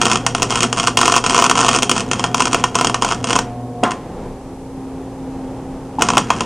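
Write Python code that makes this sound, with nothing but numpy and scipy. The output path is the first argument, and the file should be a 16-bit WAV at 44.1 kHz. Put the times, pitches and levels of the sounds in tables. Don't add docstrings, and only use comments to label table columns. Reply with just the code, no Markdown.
import sys
import numpy as np
from scipy import signal
from scipy.fft import rfft, irfft
from scipy.io import wavfile
from scipy.ndimage import uniform_filter1d

SR = 44100
rng = np.random.default_rng(int(sys.argv[2]) if len(sys.argv) > 2 else 0)


def waveform_to_disk(signal):
    frames = np.transpose(np.atleast_2d(signal))
    scaled = np.clip(frames, -1, 1) * 32767
    samples = np.round(scaled).astype(np.int16)
    wavfile.write(sys.argv[1], SR, samples)


N = 284445
TIME = np.arange(N) / SR

MAINS_HZ = 60.035
RELIGHT_LEAD = .2
ROD_STICKS_S, TEAR_FREE_S = 3.4, 3.836
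FLAME_T60_S = 0.65

# start_s, level_db, upper_harmonics_db
CURRENT = [(0, 6.5, -4), (.9, 3.5, -14), (1.5, -1.5, -2), (2.4, 2, -1), (3.4, 2.5, -2), (3.6, 2, 7),
           (3.9, 2.5, 2), (3.98, -40, 0), (5.97, -19, -1), (6.02, 3, 3), (6.45, -5, -4)]


def undb(db):
    return 10 ** (np.asarray(db) / 20)


def unit(x):
    return x / np.sqrt(np.mean(x ** 2))


def curve(rows, column=1):
    rows = np.array(rows)
    return np.interp(TIME, rows[:, 0], rows[:, column])


def walk(rate_hz):
    k = int(SR / rate_hz)
    steps = np.repeat(rng.standard_normal(N // k + 1), k)
    return 1.3 * uniform_filter1d(uniform_filter1d(steps, k), k)[:N]


def low(x, hz, order=2):
    return signal.sosfilt(signal.butter(order, hz, fs=SR, output="sos"), x)


def ring(x, response):
    return signal.fftconvolve(x, response)[:N]


def fade(t, t60):
    return np.exp(-np.log(1000) * t / t60)


def ringing(modes, t):
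    return sum(undb(db) * fade(t, t60) * np.sin(2 * np.pi * hz * t) for hz, db, t60 in modes)


def resonator(modes, size=4096):
    f = np.fft.rfftfreq(size, 1 / SR)
    power = sum(undb(db) ** 2 / (1 + ((f * f - hz * hz) / (f * width + 1)) ** 2) ** 2
                for hz, width, db in modes)
    cepstrum = irfft(np.log(power + 1e-8) / 2)
    cepstrum[1:size // 2] *= 2
    cepstrum[size // 2:] = 0
    response = irfft(np.exp(rfft(cepstrum)))
    return response / np.linalg.norm(response)


def echoes(t60, delay, build):
    t = TIME[:SR]
    train = rng.standard_normal(SR) * fade(t, t60) * np.clip((t - delay) / build, 0, 1)
    return train / np.linalg.norm(train)


def spells(t60, column, catch_s=0.0022):
    # start_s, end_s, crackle_db, flame_db
    free_burning = [(0, 0.177, -25, -27.5), (.35, 0.443, -32.5, -29), (0.488, 0.662, -24, -28),
                    (0.762, 0.889, -22.5, -32), (0.984, 1.184, -22, -32), (1.239, 1.465, -19.5, -26.5),
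                    (1.549, 1.776, -20.5, -27), (1.933, 2.013, -24, -27.5), (2.106, 2.272, -33.5, -28.5),
                    (2.362, 2.48, -24.5, -30), (2.51, 2.611, -30.5, -29), (2.743, 2.86, -31, -27.5),
                    (3.013, 3.148, -25.5, -28), (3.27, 3.395, -23, -27.5), (3.847, 3.915, -46, -29.5),
                    (5.992, 6.206, -33.5, -24.5), (6.285, 6.45, -37, -27)]
    levels = []
    for row in free_burning:
        rise = np.clip((TIME - row[0]) / catch_s, 0, 1)
        fall = fade(np.maximum(TIME - row[1], 0), t60)
        levels.append(undb(row[column]) * rise * fall)
    return np.max(levels, axis=0)


def burning():
    stuck = (TIME > ROD_STICKS_S) & (TIME < TEAR_FREE_S)
    return np.minimum(2 * undb(curve(CURRENT)), 1) * ~stuck


def crackle(t60=0.029, simmer_db=-44.5):
    return np.maximum(spells(t60, column=2), undb(simmer_db) * burning())


def relights(jitter_s=.0009):
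    cycles = np.arange(1, int(2 * MAINS_HZ * N / SR))
    when = (cycles - RELIGHT_LEAD) / (2 * MAINS_HZ) + jitter_s * rng.standard_normal(len(cycles))
    return np.clip(when * SR, 0, N - 1).astype(int)


def sizzle(strength, snap_db=-3, snap_spread_db=6, fizz_db=-7, sparks_per_s=900, spread_db=5, pulsing=0.13):
    at = relights()
    snaps = np.zeros(N)
    snaps[at] = -undb(snap_spread_db * np.minimum(rng.standard_normal(len(at)), 1.5))
    sparks = (rng.random(N) < sparks_per_s / SR) * rng.standard_normal(N)
    sparks = sparks * undb(spread_db * np.minimum(rng.exponential(size=N), 2))
    swell = 1 + pulsing * np.cos(2 * np.pi * (2 * MAINS_HZ * TIME + RELIGHT_LEAD))
    return (undb(snap_db) * unit(snaps) + undb(fizz_db) * unit(swell * sparks)) * strength


def small_drops(strength, drops_per_half_cycle=.55, over_crackle_db=3, spread_db=4,
                knock_db=4.5, knock_spread_db=2):
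    at = relights()
    melt, size, knock = rng.uniform(-1, 1, (len(at), 3)).T
    melted = np.cumsum(drops_per_half_cycle * (1 + melt))
    sheds = np.diff(np.floor(melted), prepend=0) > 0
    db = 20 * np.log10(strength[at] + 1e-9) + over_crackle_db + np.sqrt(3) * spread_db * size
    knocks_db = knock_db + np.sqrt(3) * knock_spread_db * knock
    return np.column_stack([at / SR, db, knocks_db])[sheds]


def pops(drops, pop_db=21, spray_db=-10, trail_db=-11, knock_hz=1000, knock_octaves=1.47,
         glance_db=-7, glance_s=.0025):
    t = TIME[:SR // 4]
    # energy_db, t60_s
    stages = [(-7, 0.013), (spray_db, 0.12), (trail_db, 0.15)]
    spatter = np.sqrt(sum(undb(db) ** 2 * fade(t, t60) ** 2 / np.sum(fade(t, t60) ** 2)
                          for db, t60 in stages))
    crack, knock = np.zeros((2, N + len(t)))
    for s, db, knock_db in drops:
        burst = spatter * rng.standard_normal(len(t))
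        burst[0] = 1
        burst[1 + int(rng.random() * glance_s * SR)] += undb(glance_db)
        i = int(np.clip(s * SR, 0, N - 1))
        crack[i:i + len(t)] += undb(db) * burst
        knock[i:i + len(t)] += undb(db) * (undb(knock_db) - 1) * burst
    edges_hz = knock_hz * 2 ** (np.array([-.5, .5]) * knock_octaves)
    middle = signal.sosfilt(signal.butter(1, edges_hz, "bandpass", fs=SR, output="sos"), knock)
    return -undb(pop_db) * (crack + middle)[:N]


def scatter(x, lag_s, feedback):
    delay = np.exp(-2j * np.pi * np.fft.rfftfreq(2 * N, 1 / SR) * lag_s)
    return irfft(rfft(x, 2 * N) * (feedback + delay) / (1 + feedback * delay))[:N]


def arc():
    # start_s, level_db, low_middle_knock_db
    big_drops = [(0.0152, -7, 2), (0.0546, -7, -4), (0.0661, -12.5, 7), (.115, -6, -2.5), (0.132, -11.5, 3),
                 (0.1568, -13.5, 5), (0.2647, -4.5, 0.5), (0.349, -10, 2), (0.4211, -8, 1.5),
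                 (.429, -6.5, -2), (.5055, -11, -4), (0.5563, -9, -4), (.5734, -17, 6), (.606, -9, -8),
                 (.6232, -12.5, -1), (0.6309, -5, -3), (0.728, -10, 1.5), (0.7983, -9.5, 1),
                 (.872, -5.5, 0), (.972, -.5, -5), (1.0137, -6, 5.5), (1.057, -7.5, -3), (1.0792, -8, 3.5),
                 (1.1215, -8, -4), (1.1402, -13, 7.5), (1.1638, -5.5, 3), (1.1797, -11, 3.5),
                 (1.2403, -14.5, 4), (1.2633, -8, -2), (1.2968, -9.5, 0), (1.3457, -9, 7), (1.3643, -12, 6),
                 (1.379, -6.5, 0), (1.389, -9, 7), (1.4408, -7.5, 4.5), (1.4641, -15.5, 3), (1.497, -3, -5),
                 (1.5122, -7.5, 5), (1.5543, -14.5, 4), (1.574, -14, 3), (1.6301, -16.5, 9.5),
                 (1.6643, -13.5, 5.5), (1.689, -4.5, 1), (1.748, -10, 1), (1.7617, -9, 0),
                 (1.7872, -11, -3), (1.823, -10, -8), (1.8305, -6, 2.5), (1.8951, -5.5, -1.5),
                 (1.9143, -4.5, -4), (2.0054, -13.5, -3), (2.114, -10, -0.5), (2.1327, -13.5, 2),
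                 (2.195, -15.5, 4), (2.2406, -11, 8.5), (2.3451, -9, 2), (2.4042, -8, 2.5),
                 (2.4215, -9, -3), (2.455, -9, -10), (2.5309, -8.5, 0), (2.5454, -8.5, 7),
                 (2.6396, -7.5, 4.5), (2.7541, -8, 1.5), (2.7873, -13.5, 2), (2.8112, -9, 3),
                 (2.8464, -7, 1), (2.8707, -8, -3), (2.897, -14.5, 2), (2.9442, -11.5, 9.5),
                 (3.0222, -11, 5.5), (3.0477, -12, 4.5), (3.107, -19, 0), (3.2423, -13.5, 2),
                 (3.306, -14.5, 3), (3.3304, -11, 4.5), (3.362, -12, 1.5), (3.3894, -10.5, 4),
                 (3.8361, -12, -4), (3.9083, -19.5, 0), (3.917, -22.5, 10), (6.0105, -22, 2),
                 (6.021, -2.5, -1), (6.087, -10.5, 6.5), (6.1029, -13, 4), (6.135, -25, 16),
                 (6.1707, -10.5, 8), (6.1797, -4.5, -1), (6.3036, -13, 14), (6.407, -13.5, 5.5)]
    # centre_hz, width_hz, level_db
    body = [(269, 135, -6), (417, 174, -5.5), (716, 134, -3), (1053, 342, -0.5), (1361, 240, -3),
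            (1830, 84, -10), (2143, 120, -11.5), (2747, 800, -6), (3210, 126, -4), (3520, 1000, -19),
            (4614, 1000, -15.5), (5245, 720, -11.5), (5870, 840, -11), (6630, 980, -11), (7120, 490, -11.5),
            (7870, 175, -13.5), (8330, 190, -10.5), (8855, 650, -14), (10390, 120, -19.5),
            (11700, 370, -78)]
    strength = crackle()
    spits = pops(small_drops(strength), pop_db=21.5, spray_db=-12, trail_db=-14)
    sound = ring(sizzle(strength) + spits + pops(big_drops), resonator(body))
    sound = scatter(sound, lag_s=.00027, feedback=.85)
    return scatter(sound, lag_s=0.000442, feedback=0.63)


def workshop(x, near_db=-13, room_db=-14, boom_db=-1, boom_hz=450):
    near = echoes(t60=0.019, delay=0.001, build=0.0024)
    room = echoes(t60=.24, delay=0.0067, build=0.0017)
    boom = low(echoes(t60=0.14, delay=0.0011, build=0.0042), boom_hz)
    return x + ring(x, undb(near_db) * near + undb(room_db) * room + undb(boom_db) * boom)


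def roar():
    # centre_hz, width_hz, level_db
    modes = [(220, 109, 5), (420, 50, -9.0), (770, 1400, -12.0)]
    return ring(rng.standard_normal(N), resonator(modes)) * spells(FLAME_T60_S, column=3)


def rumble(level_db=-24, edge_hz=90):
    return undb(level_db) * unit(low(rng.standard_normal((2, N)), edge_hz)) * spells(FLAME_T60_S, column=3)


def buzz(waver_db=3.5, waver_rad=0.2, idle_db=-45):
    harmonics = [-36, -40.5, -65, -45, -54.5, -40, -62, -60, -61.5]
    phase = 2 * np.pi * MAINS_HZ * TIME
    loaded = 0
    for k, db in enumerate(harmonics, 1):
        upper = min((k - 1) / 3, 1)
        drift = rng.uniform(0, 2 * np.pi) + k * waver_rad * walk(10)
        growl_db = upper * curve(CURRENT, column=2)
        level_db = db + growl_db + waver_db * (1 + upper) / 2 * walk(12)
        loaded = loaded + undb(level_db) * np.sin(2 * k * phase + drift)
    idle = undb(idle_db + walk(3.6)) * (np.sin(phase) + np.sin(2 * phase))
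    return np.sqrt(2) * (loaded * undb(curve(CURRENT)) + idle)


def fan(flutter_db=2, wobble_hz=1.37, third_db=-17):
    # start_s, blade_tone_hz, level_db
    speed = [(0, 254.4, -33), (2, 257.6, -33), (3.8, 254.7, -35), (4.1, 255.7, -38.5), (4.5, 265.2, -34.5),
             (4.9, 265, -31), (5.4, 264, -30.5), (5.9, 263.5, -31.5), (6.45, 259.3, -34)]
    phase = 2 * np.pi * np.cumsum(curve(speed) + wobble_hz * walk(13)) / SR
    tone = np.sin(phase) + undb(third_db) * np.sin(3 * phase)
    return np.sqrt(2) * undb(curve(speed, column=2) + flutter_db * walk(11)) * tone


def air(flicker_db=1):
    # pitch_hz, level_db_per_hz
    spectrum = [(15, -30), (27, -6.5), (60, -18), (88, -12), (165, -9.5), (270, -15.5), (340, -12.5),
                (420, -12.5), (510, -12.5), (620, -20.5), (820, -17), (1050, -25), (1500, -34.5),
                (2600, -40.5), (4200, -49), (8000, -50.5), (13000, -68)]
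    # start_s, level_db
    loudness = [(0, -29.5), (3.3, -30.5), (3.7, -32.5), (4.1, -29), (4.5, -33), (5.2, -30), (5.8, -30.5),
                (6.45, -29)]
    hz, db = np.transpose(spectrum)
    f = np.fft.rfftfreq(N, 1 / SR)
    gain = undb(np.interp(np.log(f + 1), np.log(hz), db))
    rush = irfft(rfft(rng.standard_normal(N)) * gain, N)
    return unit(rush) * undb(curve(loudness) + flicker_db * walk(11))


def hiss(level_db=-53, low_hz=2500, high_hz=11500):
    high_pass = signal.butter(2, low_hz, "highpass", fs=SR, output="sos")
    noise = signal.sosfilt(high_pass, rng.standard_normal((2, N)))
    return undb(level_db) * unit(low(noise, high_hz, order=6))


def flares(whoosh_hz=260, whoosh_db=-3):
    # start_s, level_db, rise_s, t60_s, centre_hz, width_hz
    puffs = [(3.83, -4, 0.0049, 0.075, 700, 503), (3.846, -14, 0.0042, 0.24, 1000, 695),
             (6.004, -13.5, 0.0035, 0.12, 826, 400), (6.173, -5.5, .002, 0.094, 680, 460)]
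    out = np.zeros(N)
    for s, db, rise, t60, hz, width in puffs:
        gas = ring(rng.standard_normal(N), resonator([(hz, width, 0), (whoosh_hz, width / 2, whoosh_db)]))
        t = np.maximum(TIME - s, 0)
        out += undb(db) * gas * fade(t, t60) * np.minimum(t / rise, 1)
    return out


def clank():
    # pitch_hz, level_db, t60_s
    steel = [(490, -31, 0.13), (720, -17, 0.35), (860, -29, 0.086), (1044, -15, 0.36), (1385, -18.5, .2),
             (1530, -21, 0.12), (2832, -23, 0.11), (3400, -27, 0.11)]
    return ringing(steel, np.maximum(TIME - TEAR_FREE_S, 0))


def tap(start_s=5.9845, contact_s=0.0027):
    # pitch_hz, level_db, t60_s
    rod = [(868, -7, 0.072), (935, -17, .06), (260, -18, .09)]
    t = np.maximum(TIME - start_s, 0)
    return np.minimum(t / contact_s, 1) * ringing(rod, t)


def scene():
    around = roar() + rumble() + buzz() + fan() + air() + hiss() + flares() + clank() + tap()
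    return workshop(arc()) + around


def record(dry, dull_hz=12000, top_hz=15900):
    clipped = dry / (1 + np.abs(dry) ** 16) ** (1 / 16)
    dulled = low(clipped, dull_hz, order=3)
    return signal.sosfilt(signal.ellip(8, .2, 70, top_hz, fs=SR, output="sos"), dulled)


dry = scene()
out = record(dry)
waveform_to_disk(out)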